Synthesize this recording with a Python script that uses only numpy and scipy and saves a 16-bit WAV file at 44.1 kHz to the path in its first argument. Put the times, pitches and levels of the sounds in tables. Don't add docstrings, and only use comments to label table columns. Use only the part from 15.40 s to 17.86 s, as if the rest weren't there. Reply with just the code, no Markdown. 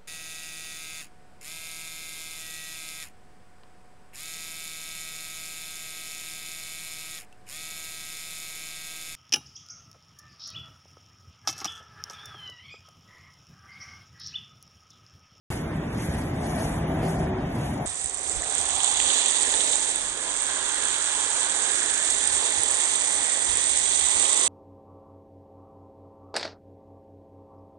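import sys
import numpy as np
from scipy import signal
from scipy.fft import rfft, irfft, next_fast_len
from scipy.io import wavfile
from scipy.ndimage import uniform_filter1d

SR = 44100
rng = np.random.default_rng(int(sys.argv[2]) if len(sys.argv) > 2 else 0)


def wav_record(signal):
    frames = np.transpose(np.atleast_2d(signal))
    bounded = np.clip(frames, -1, 1)
    quanta = np.round(bounded * 32767).astype(np.int16)
    wavfile.write(sys.argv[1], SR, quanta)


def linear_from_db(decibels):
    return 10 ** (np.asarray(decibels, float) / 20)


N = 108441
START_S = 0.1025

# time in seconds, level in dB.
STREAM = [
    (0.11, -26),
    (0.14, -30.5),
    (1.31, -28.5),
    (1.48, -27.5),
    (2.09, -29.5),
    (2.11, -31),
    (2.19, -29),
    (2.22, -30),
    (2.46, -32),
]
# frequency in Hz, density in dB per Hz.
RUMBLE = [(25, -22), (60, -2), (146, -2), (300, -6), (530, -18)]
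# frequency in Hz, density in dB per Hz.
TYRE_HISS = [(800, -18.5), (1300, -25), (2000, -25), (2600, -33), (3300, -33), (3750, -34), (4100, -55.5)]
# frequency in Hz, density in dB per Hz.
WIDE_ROAR = [(60, -42), (300, -7), (500, -6.5), (700, 0.5), (1300, -17), (2300, -8), (3300, -25.5),
             (5600, -22)]
KNEE_HZ = 540
WIDE_DB = -43
WIDE_FOLLOWS, HISS_FOLLOWS = 0.24, 0.68
HISS_LAG_S, HISS_RIGHT_DB = 0.00006, 1.0

# time in seconds, level in dB.
PASS = [
    (0.11, -36),
    (0.14, -44),
    (0.87, -41),
    (1.2, -30),
    (1.33, -36),
    (1.67, -31),
    (2.1, -36.5),
    (2.43, -33.5),
    (2.46, -37),
]
TYRE_HZ, TYRE_WIDTH_HZ, TYRE_DB = 681, 310, -3
TYRE_LEFT_DB, TYRE_LAG_S = 2.5, 0.00022
# time in seconds, firing tone in Hz, level in dB.
ENGINE = [
    (.1, 161, -42.5),
    (1.1, 161, -41.5),
    (1.35, 159.8, -34.5),
    (1.55, 160.6, -33),
    (1.85, 159.8, -33.5),
    (2.0, 149.4, -39),
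    (2.25, 145, -37.5),
    (2.46, 147, -37),
]

# time in seconds, level in dB.
STRIDE = [(0.11, -47.5), (0.17, -49.5), (0.25, -60.5), (0.46, -62), (0.61, -48), (0.81, -52), (0.95, -59.5),
          (1.02, -49.5), (1.25, -45), (1.44, -58.5), (1.61, -56), (1.69, -45), (1.78, -56.5), (1.81, -51),
          (1.93, -70), (2.27, -48), (2.4, -58), (2.46, -56)]
# frequency in Hz, density in dB per Hz.
SWISH = [(1500, 4), (3000, -3.5), (4500, -6), (6000, -4), (8000, -6.5), (10000, -3), (11500, -6),
         (12500, 3)]
BLADES_PER_S, BLADE_SPREAD_DB, SWISH_DB = 4800, 3.0, 9.5
PORT_LAG_S = 0.00012
# middle in seconds, length in seconds, level in dB.
BRIGHT_RUSTLES = [(.13, .07, -57), (.33, .03, -65), (.57, .04, -61), (.755, .025, -58), (.825, .04, -59),
                  (.94, .03, -63), (1.055, .04, -56), (1.195, .04, -54), (1.66, .09, -55), (1.775, .03, -59),
                  (1.85, .03, -62), (1.935, .02, -66), (2.0, .04, -64), (2.175, .04, -61)]
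# lower edge in Hz, upper edge in Hz.
BRIGHT_HZ = [4100, 5400]
# time in seconds, whine in Hz, level in dB.
WHINE = [
    (1.2, 384, -62.5),
    (1.5, 381, -43.5),
    (1.8, 380, -40.5),
    (2.0, 373, -38),
    (2.15, 362, -49),
    (2.46, 355, -54.5),
]

# frequency in Hz, spreads above the drop line.
KEEP_SUM = [(2200, 4.0), (2750, .5), (3300, 2.6), (6600, 2.3), (7900, -.1), (8600, 1.1), (9400, .1),
            (10600, 1.3)]
# frequency in Hz, spreads above the drop line.
KEEP_DIFFERENCE = [(100, -.5), (400, 2.5), (2900, 3.0), (3300, .5), (3700, 3.5), (5600, 3.0), (7000, -.7),
                   (11500, -1.2)]
QUIET_DROPS = 0.075
TILE_HZ, TILE_HZ_LOW = 430, 90
LINGER, FRESH_S = 0.72, 0.19
NULL_LOW_HZ, NULL_HIGH_HZ, WEAKER_DB = 3950, 5400, 7.0
SPARSE_HZ, SPARSE_SHARE = 2000, 0.75
TOP_HZ, CUTOFF_HZ = 11680, 12500
JOINT_HZ, JOINT_SIDE_DB = 5700, -4


def rms_one(x):
    return x / np.sqrt(np.mean(x ** 2) + 1e-20)


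def in_time(rows):
    s, *columns = np.transpose(rows)
    return [np.interp(np.arange(N) / SR, s, c) for c in columns]


def at_hz(points, hz):
    table_hz, value = np.transpose(points)
    return np.interp(np.log(hz), np.log(table_hz), value)


def drift(rate):
    r = np.exp(-80 * np.pi * rate / SR)
    slow = signal.lfilter([1], [1, -2 * r, r * r], rng.standard_normal(N // 40 + 2002))[2000:]
    return np.interp(np.arange(N) / 40, np.arange(len(slow)), rms_one(slow - slow.mean()))


def coloured(x, points, patchy_db, rate):
    size = next_fast_len(N)
    hz = np.maximum(np.fft.rfftfreq(size, 1 / SR), 1)
    below = np.maximum(np.log2(points[0][0] / hz), 0)
    above = np.maximum(np.log2(hz / points[-1][0]), 0)
    whole = rfft(x, size) * linear_from_db(at_hz(points, hz) - 120 * below - 25.3 * above)
    out, together = 0, drift(rate)
    for k in range(9, 29):
        window = np.cos(np.pi / 2 * np.clip(2 * np.log2(hz) - k, -1, 1)) ** 2
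        band = irfft(whole * window, size)[:N]
        out = out + band * linear_from_db(patchy_db * (0.22 * together + drift(rate)))
    return rms_one(out)


def late(x, s):
    size = 2 ** 17
    turn = np.exp(-2j * np.pi * np.fft.rfftfreq(size, 1 / SR) * s)
    return irfft(rfft(x, size) * turn, size)[:N]


def split(x, hz, order):
    low = signal.sosfiltfilt(signal.butter(order, hz, fs=SR, output="sos"), x)
    return low, x - low


def drone(rows, wander, waver_db):
    hz, db = in_time(rows)
    level = np.sqrt(2) * linear_from_db(db + waver_db * drift(9.0))
    phase = 2 * np.pi * np.cumsum(hz * (1 + wander * drift(4.45))) / SR
    return level * np.sin(phase)


def roar():
    db, = in_time(STREAM)
    swell = db - db.mean()
    traffic = coloured(rng.standard_normal(N), RUMBLE + TYRE_HISS, patchy_db=1.34, rate=12.5)
    rumble, hiss = split(traffic, KNEE_HZ, order=2)
    hiss = hiss * linear_from_db(db.mean() + HISS_FOLLOWS * swell)
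    side = coloured(rng.standard_normal(N), WIDE_ROAR, patchy_db=0.6, rate=9.0)
    side = side * linear_from_db(WIDE_DB + WIDE_FOLLOWS * swell)
    left = hiss * linear_from_db(-HISS_RIGHT_DB) + side
    right = late(hiss, HISS_LAG_S) * linear_from_db(HISS_RIGHT_DB) - side
    return linear_from_db(db) * rumble + np.array([left, right])


def tyres():
    db, = in_time(PASS)
    b, a = signal.iirpeak(TYRE_HZ, TYRE_HZ / TYRE_WIDTH_HZ, fs=SR)
    hum = signal.lfilter(b, a, signal.lfilter(b, a, rng.standard_normal(N)))
    hum = rms_one(hum) * linear_from_db(db + TYRE_DB + 0.4 * drift(31))
    return np.array([late(hum, TYRE_LAG_S) * linear_from_db(TYRE_LEFT_DB), hum * linear_from_db(-TYRE_LEFT_DB)])


def engine():
    return drone(ENGINE, wander=0.014, waver_db=3.0)


def grass():
    db, = in_time(STRIDE)
    struck = rng.random(N) < BLADES_PER_S / SR
    force = linear_from_db(BLADE_SPREAD_DB * np.minimum(rng.exponential(1, N), 4))
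    ticks = struck * force * rng.choice([-1, 1], N)
    rubbing = 0.64 * rng.standard_normal(N)
    swish = coloured(rms_one(ticks) + rubbing, SWISH, patchy_db=2.5, rate=41)
    swish = swish * linear_from_db(db + SWISH_DB + 0.5 * drift(37))
    return np.array([swish, late(swish, PORT_LAG_S)])


def bright_rustles():
    t = np.arange(N) / SR
    shape = sum(linear_from_db(db) * np.clip(3 - 6 * np.abs(t - s) / length, 0, 1) for s, length, db in BRIGHT_RUSTLES)
    band = signal.butter(6, BRIGHT_HZ, "band", fs=SR, output="sos")
    return shape * rms_one(signal.sosfilt(band, rng.standard_normal(N)))


def gear_whine():
    return drone(WHINE, wander=0.0053, waver_db=3.5)


def thrift(x):
    hz, t, both = signal.stft([x[0] + x[1], x[0] - x[1]], SR, nperseg=2048, noverlap=1024)
    tile = np.where(hz < 1000, hz // TILE_HZ_LOW, 12 + hz // TILE_HZ).astype(int)
    count = tile.max() + 1
    members = (tile == np.arange(count)[:, None]) / np.maximum(np.bincount(tile), 1)[:, None]
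    db = 10 * np.log10(members @ np.abs(both) ** 2 + 1e-20)
    luck = signal.lfilter([1], [1, -LINGER], rng.standard_normal((2, 90, len(t))))
    luck = rms_one(luck)[:, :count]
    centre = np.maximum(members @ hz, 1)
    odds = np.array([at_hz(KEEP_SUM, centre), at_hz(KEEP_DIFFERENCE, centre)])[:, :, None]
    odds = odds + QUIET_DROPS * (db - np.median(db, axis=2, keepdims=True)) + 5 * (t < FRESH_S)
    keep = luck + odds > 0
    null = (centre > NULL_LOW_HZ) & (centre < NULL_HIGH_HZ)
    lead_db = uniform_filter1d((db[0] - db[1])[null], size=3, axis=0, mode="nearest")
    keep[0, null] &= lead_db + luck[1, null] > -WEAKER_DB
    strong = np.abs(both) ** 2 > SPARSE_SHARE * linear_from_db(2 * db)[:, tile]
    both = both * (strong | (hz < SPARSE_HZ)[:, None])
    top_hz = TOP_HZ + 500 * (t < FRESH_S - 0.06) + 60 * luck[0, 0]
    both = both * (hz[:, None] < top_hz)
    kept = signal.istft(both * keep[:, tile], SR, nperseg=2048, noverlap=1024)[1]
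    total, difference = kept[:, :N]
    return np.array([total + difference, total - difference]) / 2


def scene():
    vehicle = tyres() + engine() + gear_whine()
    return roar() + vehicle + grass() + bright_rustles()


def top_cut(x):
    return signal.sosfilt(signal.butter(12, 12640, fs=SR, output="sos"), x)


def record(dry):
    low, high = split(dry, JOINT_HZ, order=10)
    stray = linear_from_db(JOINT_SIDE_DB) * np.roll(high[0], 2001)
    x = thrift(low + high[0] + stray * np.array([[1], [-1]]))
    x = x * (np.arange(N) >= START_S * SR)
    x = signal.sosfilt(signal.ellip(7, 0.5, 55, CUTOFF_HZ, fs=SR, output="sos"), x)
    return top_cut(x)


dry = scene()
out = record(dry)
wav_record(out)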